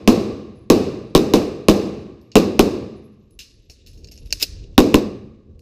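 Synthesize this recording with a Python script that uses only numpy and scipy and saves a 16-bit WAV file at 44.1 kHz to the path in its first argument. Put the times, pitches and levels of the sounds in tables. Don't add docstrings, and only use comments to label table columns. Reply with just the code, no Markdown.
import sys
import numpy as np
from scipy import signal
from scipy.io import wavfile

SR = 44100
rng = np.random.default_rng(int(sys.argv[2]) if len(sys.argv) > 2 else 0)


def linear_from_db(decibels):
    return 10 ** (np.asarray(decibels, float) / 20)


def generate_wav(signal):
    frames = np.transpose(np.atleast_2d(signal))
    scaled = np.clip(frames, -1, 1) * 32767
    pcm = np.round(scaled).astype(np.int16)
    wavfile.write(sys.argv[1], SR, pcm)


N = 247401

# start [s], crack peak [dB], tail level [dB], tail length factor (shorter beside a barrier).
SHOTS = [
    (0.0756, 0.5, -9, 1.174),
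    (0.7005, 0.5, -9.5, 1.18),
    (1.15, 4.5, -10.5, 1.1),
    (1.3365, -1.5, -10.5, 1.04),
    (1.6843, 2, -10, 1.193),
    (2.3551, 2, -8.5, 0.95),
    (2.593, 2.5, -11.5, 1.122),
    (4.7791, 7, -10, 1.106),
    (4.9426, 3.5, -13, 0.76),
]
# frequency [Hz], width [Hz], level [dB].
CASE_TREBLE = [(2770, 710, 3.5), (3840, 830, 2), (4960, 870, -2.5), (6660, 2300, -7.5), (10500, 10000, -11),
               (13500, 8900, -14)]


def rms_one(x):
    return x / np.sqrt(np.mean(x ** 2) + 1e-20)


def at_hz(points, hz):
    table_hz, values = np.transpose(points)
    return np.interp(np.log(hz), np.log(table_hz), values)


def band(x, low_hz, high_hz, order=2):
    sos = signal.butter(order, [low_hz, min(high_hz, .45 * SR)], "band", fs=SR, output="sos")
    return signal.sosfilt(sos, x + 1e-18)


def resonate(x, peaks):
    out = 0
    for k, (hz, width_hz, level_db) in enumerate(peaks):
        r = np.exp(-np.pi * width_hz / SR)
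        poles = [1, -2 * r * np.cos(2 * np.pi * hz / SR), r * r]
        zeros = (1 - r * r) / 2 * np.array([1, 0, -1])
        out = out + (-1) ** k * linear_from_db(level_db) * signal.lfilter(zeros, poles, x + 1e-18)
    return out


def add(out, start_s, piece):
    i = max(round(start_s * SR), 0)
    out[i:i + len(piece)] += piece[:N - i]


def burst(t60_s, rise_s, grain_db):
    t = np.arange(int(.12 * SR)) / SR
    roughness = np.clip(rng.standard_normal(len(t)), -3, 1.6)
    grains = rng.standard_normal(len(t)) * linear_from_db(grain_db * roughness)
    x = grains * (1 - np.exp(-t / rise_s)) * linear_from_db(-60 * t / max(t60_s, .002))
    return x / np.abs(x).max()


def slow(rate_hz):
    r = np.exp(-2 * np.pi * rate_hz / SR)
    return rms_one(signal.lfilter([1], [1, -2 * r, r * r], rng.standard_normal(N + SR))[SR:])


def moving():
    # time [s], level [dB].
    stride_rows = [(3.2, -58.5), (3.39, -49.5), (3.45, -56), (3.7, -53), (3.9, -47), (4.05, -38.5),
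                   (4.11, -44), (4.35, -39.5), (4.42, -44.5), (4.52, -37.5), (4.74, -39), (5.38, -50),
                   (5.43, -53), (5.5, -41), (5.6, -45.5)]
    # time [s], level [dB].
    hands_rows = [
        (3.41, -76.5),
        (3.52, -60),
        (3.659, -69.5),
        (3.8, -61),
        (4.02, -72),
        (4.14, -68),
        (4.28, -60),
        (4.4, -47),
        (4.76, -67),
        (5.3, -77),
    ]
    t = np.arange(N) / SR
    stride_db = np.interp(t, *np.transpose(stride_rows))
    hands_db = np.interp(t, *np.transpose(hands_rows))
    rustle_db = -58.5 + 0.69 * (stride_db + 49)

    lumps = rms_one(band(rng.standard_normal(N), 28, 86) * linear_from_db(2.7 * slow(10)))
    dull = band(band(rng.standard_normal(N), 110, 480, order=3), 60, 540, order=3)
    rubbing = rms_one(dull * linear_from_db(1.5 * slow(15)))
    grains = rng.standard_normal(N) * linear_from_db(4.3 * rng.standard_normal(N) + 3 * slow(35))
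    fibres = rms_one(band(resonate(grains, CASE_TREBLE[:4]), 2000, 6900))
    return linear_from_db(stride_db) * lumps + linear_from_db(rustle_db) * rubbing + linear_from_db(hands_db) * fibres


def contact_rows():
    # bright edge [dB], body knock [dB], rattle t60 [s], hall level [dB].
    drop = [
        (3.3904, -24),
        (3.863, -39),
        (3.871, -36.5),
        (3.932, -44),
        (3.975, -45),
        (4.008, -57),
    ]
    drop_sound = (-11, -41, 0.2, -10.5)
    thud = [
        (3.698, -31),
        (4.1131, -35.5),
    ]
    thud_sound = (-15, -15, 0.13, -12)
    fumble = [(4.037, -45.5), (4.0445, -31.5), (4.0721, -38.5), (4.0855, -35), (4.156, -41), (4.165, -41),
              (4.1764, -33.5), (4.1864, -40), (4.198, -47), (4.232, -49.5), (4.306, -28)]
    fumble_sound = (-20.5, -21, 0.06, -29)
    trigger = [
        (2.317, -33.5),
        (2.335, -47),
    ]
    trigger_sound = (-38, -26.5, 0.1, -32.5)
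    seat = [
        (4.3257, 0.5),
        (4.33, -17.5),
        (4.3335, -16),
    ]
    seat_sound = (-16, -29.5, 0.02, -29)
    slide = [
        (4.1174, -35.5),
        (4.399, -27),
        (4.410, -22),
        (4.418, -17.5),
        (4.4245, -12),
        (4.4268, -2),
        (4.432, -10.5),
    ]
    slide_sound = (-5.5, -22, 0.05, -26)
    gear = [
        (2.2149, -50),
        (3.309, -52),
        (4.2592, -40),
        (4.2734, -42),
        (4.748, -57.5),
        (5.5932, -43.5),
    ]
    gear_sound = (-9, -16, -1.9, -13)
    kinds = [(drop, drop_sound), (thud, thud_sound), (fumble, fumble_sound), (trigger, trigger_sound),
             (seat, seat_sound), (slide, slide_sound), (gear, gear_sound)]
    return [(*row, *sound) for rows, sound in kinds for row in rows]


def hall():
    # frequency [Hz], level [dB per Hz].
    tail_spectrum = [(20, -29.5), (45, -23.5), (80, -13), (155, -12), (250, -0.5), (410, 1), (560, -11),
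                     (690, -16.5), (1450, -34), (2100, -30.5), (4000, -28), (6500, -36), (9000, -44.5),
                     (15000, -48)]
    # frequency [Hz], t60 [s].
    tail_t60 = [(40, 1), (110, 1.4), (200, 0.68), (350, 0.71), (1000, 0.6), (2000, 0.82), (4000, 0.68),
                (8000, 0.46), (14000, 0.31)]
    # frequency [Hz], level [dB per Hz].
    contact_spectrum = [(900, -30), (1400, -20.5), (2100, -10.5), (3200, -17.5), (3900, -2.5), (5200, -0.5),
                        (7000, -10.5), (9000, -11), (11500, -12), (15000, -15)]
    # frequency [Hz], level [dB per Hz].
    air_spectrum = [(350, -46), (600, -22), (2830, -5.5), (3200, -8.5), (5360, -6), (11200, -22),
                    (15500, -42.5)]
    # frequency [Hz],
    # width [Hz], level over the tail [dB], t60 [s].
    lingering = [(211.2, 34, 0.5, 1.04), (1124, 150, 5, 0.86), (2650, 470, 2, 0.67), (5210, 400, 0.5, 0.51)]
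    # start [s], tail level [dB], tail length factor.
    earlier_shot = (-.33, -10, 1.17)
    # excess [dB], settling time [s].
    first_drop = (5.7, .06)
    # level [dB], t60 factor.
    far_end = (-15, 1.5)
    settle_db, settle_s = first_drop
    far_db, far_longer = far_end

    out, white = np.zeros(N), rng.standard_normal((3, N))
    edges_hz = 20 * 2 ** np.arange(0, 9.7, 1 / 3)
    bands = [(low, high, 0, at_hz(tail_t60, np.sqrt(low * high))) for low, high in zip(edges_hz, edges_hz[1:])]
    bands += [(hz - width_hz / 2, hz + width_hz / 2, db, t60_s) for hz, width_hz, db, t60_s in lingering]
    t = np.arange(SR * 3 // 2) / SR
    settle = 1 + linear_from_db(2 * settle_db) * np.exp(-t / settle_s * 3)
    tails = [earlier_shot] + [(s, tail_db, longer) for s, _, tail_db, longer in SHOTS]
    contacts = np.zeros(N)
    for s, peak_db, _, _, _, hall_db in contact_rows():
        add(contacts, s + 0.0017, linear_from_db(2 * np.array([peak_db + hall_db])))

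    for k, (low_hz, high_hz, extra_db, t60_s) in enumerate(bands):
        hz = np.sqrt(low_hz * high_hz)
        air_db = -75.5 + at_hz(air_spectrum, hz)
        power = np.full(N, linear_from_db(2 * air_db) * (hz > 600))
        fill = 1 - np.exp(-(t / (0.00067 + 0.27 / hz)) ** 2)
        far_power = linear_from_db(2 * far_db) / (1 + (hz / 6500) ** 4)
        for s, tail_db, longer in tails:
            fade = np.exp(-6 * np.log(10) * t / (t60_s * longer))
            start_power = linear_from_db(2 * (tail_db + 17.5 + at_hz(tail_spectrum, hz)))
            dying = start_power * (fade + far_power * fade ** (1 / far_longer))
            add(power, s, (fill * settle * dying)[max(round(-s * SR), 0):])
        if hz > 900:
            click_t60_s = 0.95 * t60_s / (1 + (hz / 11500) ** 4)
            retained = linear_from_db(-120 / (click_t60_s * SR))
            ring = signal.lfilter([1], [1, -retained], contacts + 1e-18)
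            power += linear_from_db(2 * (at_hz(contact_spectrum, hz) - 1.0)) * ring
        noise = band(white[2 if extra_db else k % 2], low_hz, high_hz)
        out += linear_from_db(extra_db) * np.sqrt(power) * noise
    return out


def casings():
    # time [s], peak level [dB], ring frequency [Hz].
    landings = [(0.5486, -55, 10770), (0.9674, -72, 10490), (1.074, -69, 10800), (1.9997, -71, 10300),
                (2.2198, -64, 11400), (2.9665, -64.5, 10500), (3.0286, -59, 11230), (3.1988, -70.5, 11440),
                (3.3079, -53, 10850), (3.468, -58, 10800), (3.4882, -65.5, 11330), (3.536, -59, 10800),
                (3.6236, -65, 11400), (3.8716, -51, 10860), (3.9255, -67, 10850), (4.115, -47.5, 11560),
                (4.1579, -50, 10700), (4.2597, -60.5, 11500), (4.3799, -55, 11400)]
    brass_decay_s = 0.46
    out, t = np.zeros(N), np.arange(SR // 2) / SR
    for s, peak_db, hz in landings:
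        split, phase = rng.random(2)
        upper_mode = np.sin(2 * np.pi * ((hz + 60 + 200 * split) * t + phase))
        pair = np.sin(2 * np.pi * hz * t) + .4 * upper_mode
        add(out, s, linear_from_db(peak_db - 2.0 - 75 * t / brass_decay_s) * pair)
        landing_tick = band(burst(.012, .0002, grain_db=8), 5000, 15000)
        add(out, s, linear_from_db(peak_db + 7) * landing_tick)
    return out * (0.3 + 0.2 * slow(60))


def handling():
    # frequency [Hz], level [dB], ring length [s] (mode width is 32 Hz over it).
    steel_modes = [(2760, -10, 0.12), (4170, -9, 0.034), (4640, -2, 0.03), (5070, 0.5, 0.05),
                   (5410, -1, 0.065), (5520, -12.5, 0.047), (6365, -9.5, 0.091), (7470, -28.5, 0.16)]
    scrape_span_s = (4.398, 4.426)
    scrape_span_db = (-38, -25)
    out = np.zeros(N)
    for s, peak_db, top_db, knock_db, t60_s, _ in contact_rows():
        rattle = burst(t60_s, 0.00027, grain_db=5)
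        rattle[:30] += 1.2 * np.hanning(30) * rng.standard_normal(30)
        steel = [(hz, 32.0 / ring_s, db + rng.normal(0, 3)) for hz, db, ring_s in steel_modes]
        body = linear_from_db(15.5) * resonate(rattle, steel) + resonate(rattle, CASE_TREBLE[:4])
        body = band(body + linear_from_db(-17) * band(rattle, 1300, 2900), 1900, 7200)
        edge = band(rattle, 7200, 19000)
        knock = band(band(rattle, 190, 600), 150, 800)
        piece = body / np.abs(body).max() + linear_from_db(top_db) * edge / np.abs(edge).max()
        piece = piece + linear_from_db(knock_db) * knock / np.abs(knock).max()
        add(out, s, linear_from_db(peak_db) * piece)

    n = int((scrape_span_s[1] - scrape_span_s[0]) * SR)
    scrape = rng.standard_normal(n) * linear_from_db(5 * rng.standard_normal(n))
    swell = linear_from_db(np.linspace(*scrape_span_db, n))
    add(out, scrape_span_s[0], swell * rms_one(resonate(scrape, CASE_TREBLE)))
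    return out


def shots():
    # frequency [Hz], width [Hz], level [dB].
    case_boom = [(214, 82, 1.5), (306.6, 106, 2.5), (411.3, 117, -1), (1100, 100, -5.5)]
    echo_delays_s = [.0028, .0048, .0068, .009, .0119, .013, .017, .022, .025, .030, .04, .052]
    crack, push, shove = np.zeros((3, N))
    t = np.arange(SR // 100) / SR
    blast = (1 - t / 0.0015) * np.exp(-t / 0.00033)
    for s, crack_db, tail_db, _ in SHOTS:
        boom_db = 8.5 + 0.99 * crack_db
        shove_db = -13.5 + crack_db
        add(crack, s, linear_from_db(crack_db + 12.5) * burst(0.0031, 0.00082, grain_db=0.0))
        add(push, s + 0.00089, linear_from_db(boom_db) * blast)
        add(shove, s + 0.0013, linear_from_db(shove_db) * np.hanning(SR // 55))
        for delay_s in echo_delays_s:
            shift, louder = rng.standard_normal(2)
            echo_s = s + delay_s * (1 + .08 * shift)
            path_db = -5 - 403.5 * delay_s
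            echo_db = path_db + tail_db + 11 + 2.5 * louder
            add(crack, echo_s, linear_from_db(crack_db + echo_db + 5.5) * burst(0.0085, 0.00019, grain_db=1.0))
            add(push, echo_s + 0.00091, linear_from_db(boom_db + echo_db - 5.5) * blast)
    boom = linear_from_db(13.5) * resonate(band(push, 25, 900, order=1), case_boom)
    return resonate(crack, CASE_TREBLE) + boom + band(shove, 12, 80, order=1)


def scene():
    return (moving() + hall() + casings() + handling() + shots())[None]


def band_limit(x):
    return signal.sosfilt(signal.butter(12, 16540, fs=SR, output="sos"), x)


def record(dry):
    # frequency [Hz], width [Hz], level of the part removed [dB].
    case_dips = [(3180, 950, -4), (2050, 600, -8.5), (8770, 690, -9.5)]
    # frequency [Hz], width [Hz], level added [dB].
    case_port = [(14000, 3600, -2)]
    for dip in case_dips:
        dry = dry - resonate(dry, [dip])
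    dry = dry + resonate(dry, case_port)
    cut = signal.sosfilt(signal.cheby2(12, 40, 15750, fs=SR, output="sos"), dry)
    input_top, knee = .97, 5.6
    clipped = cut / (1 + np.abs(cut / input_top) ** knee) ** (1 / knee)
    mix = signal.sosfiltfilt(signal.butter(24, 16300, fs=SR, output="sos"), clipped)
    return band_limit(mix)


dry = scene()
out = record(dry)
generate_wav(out)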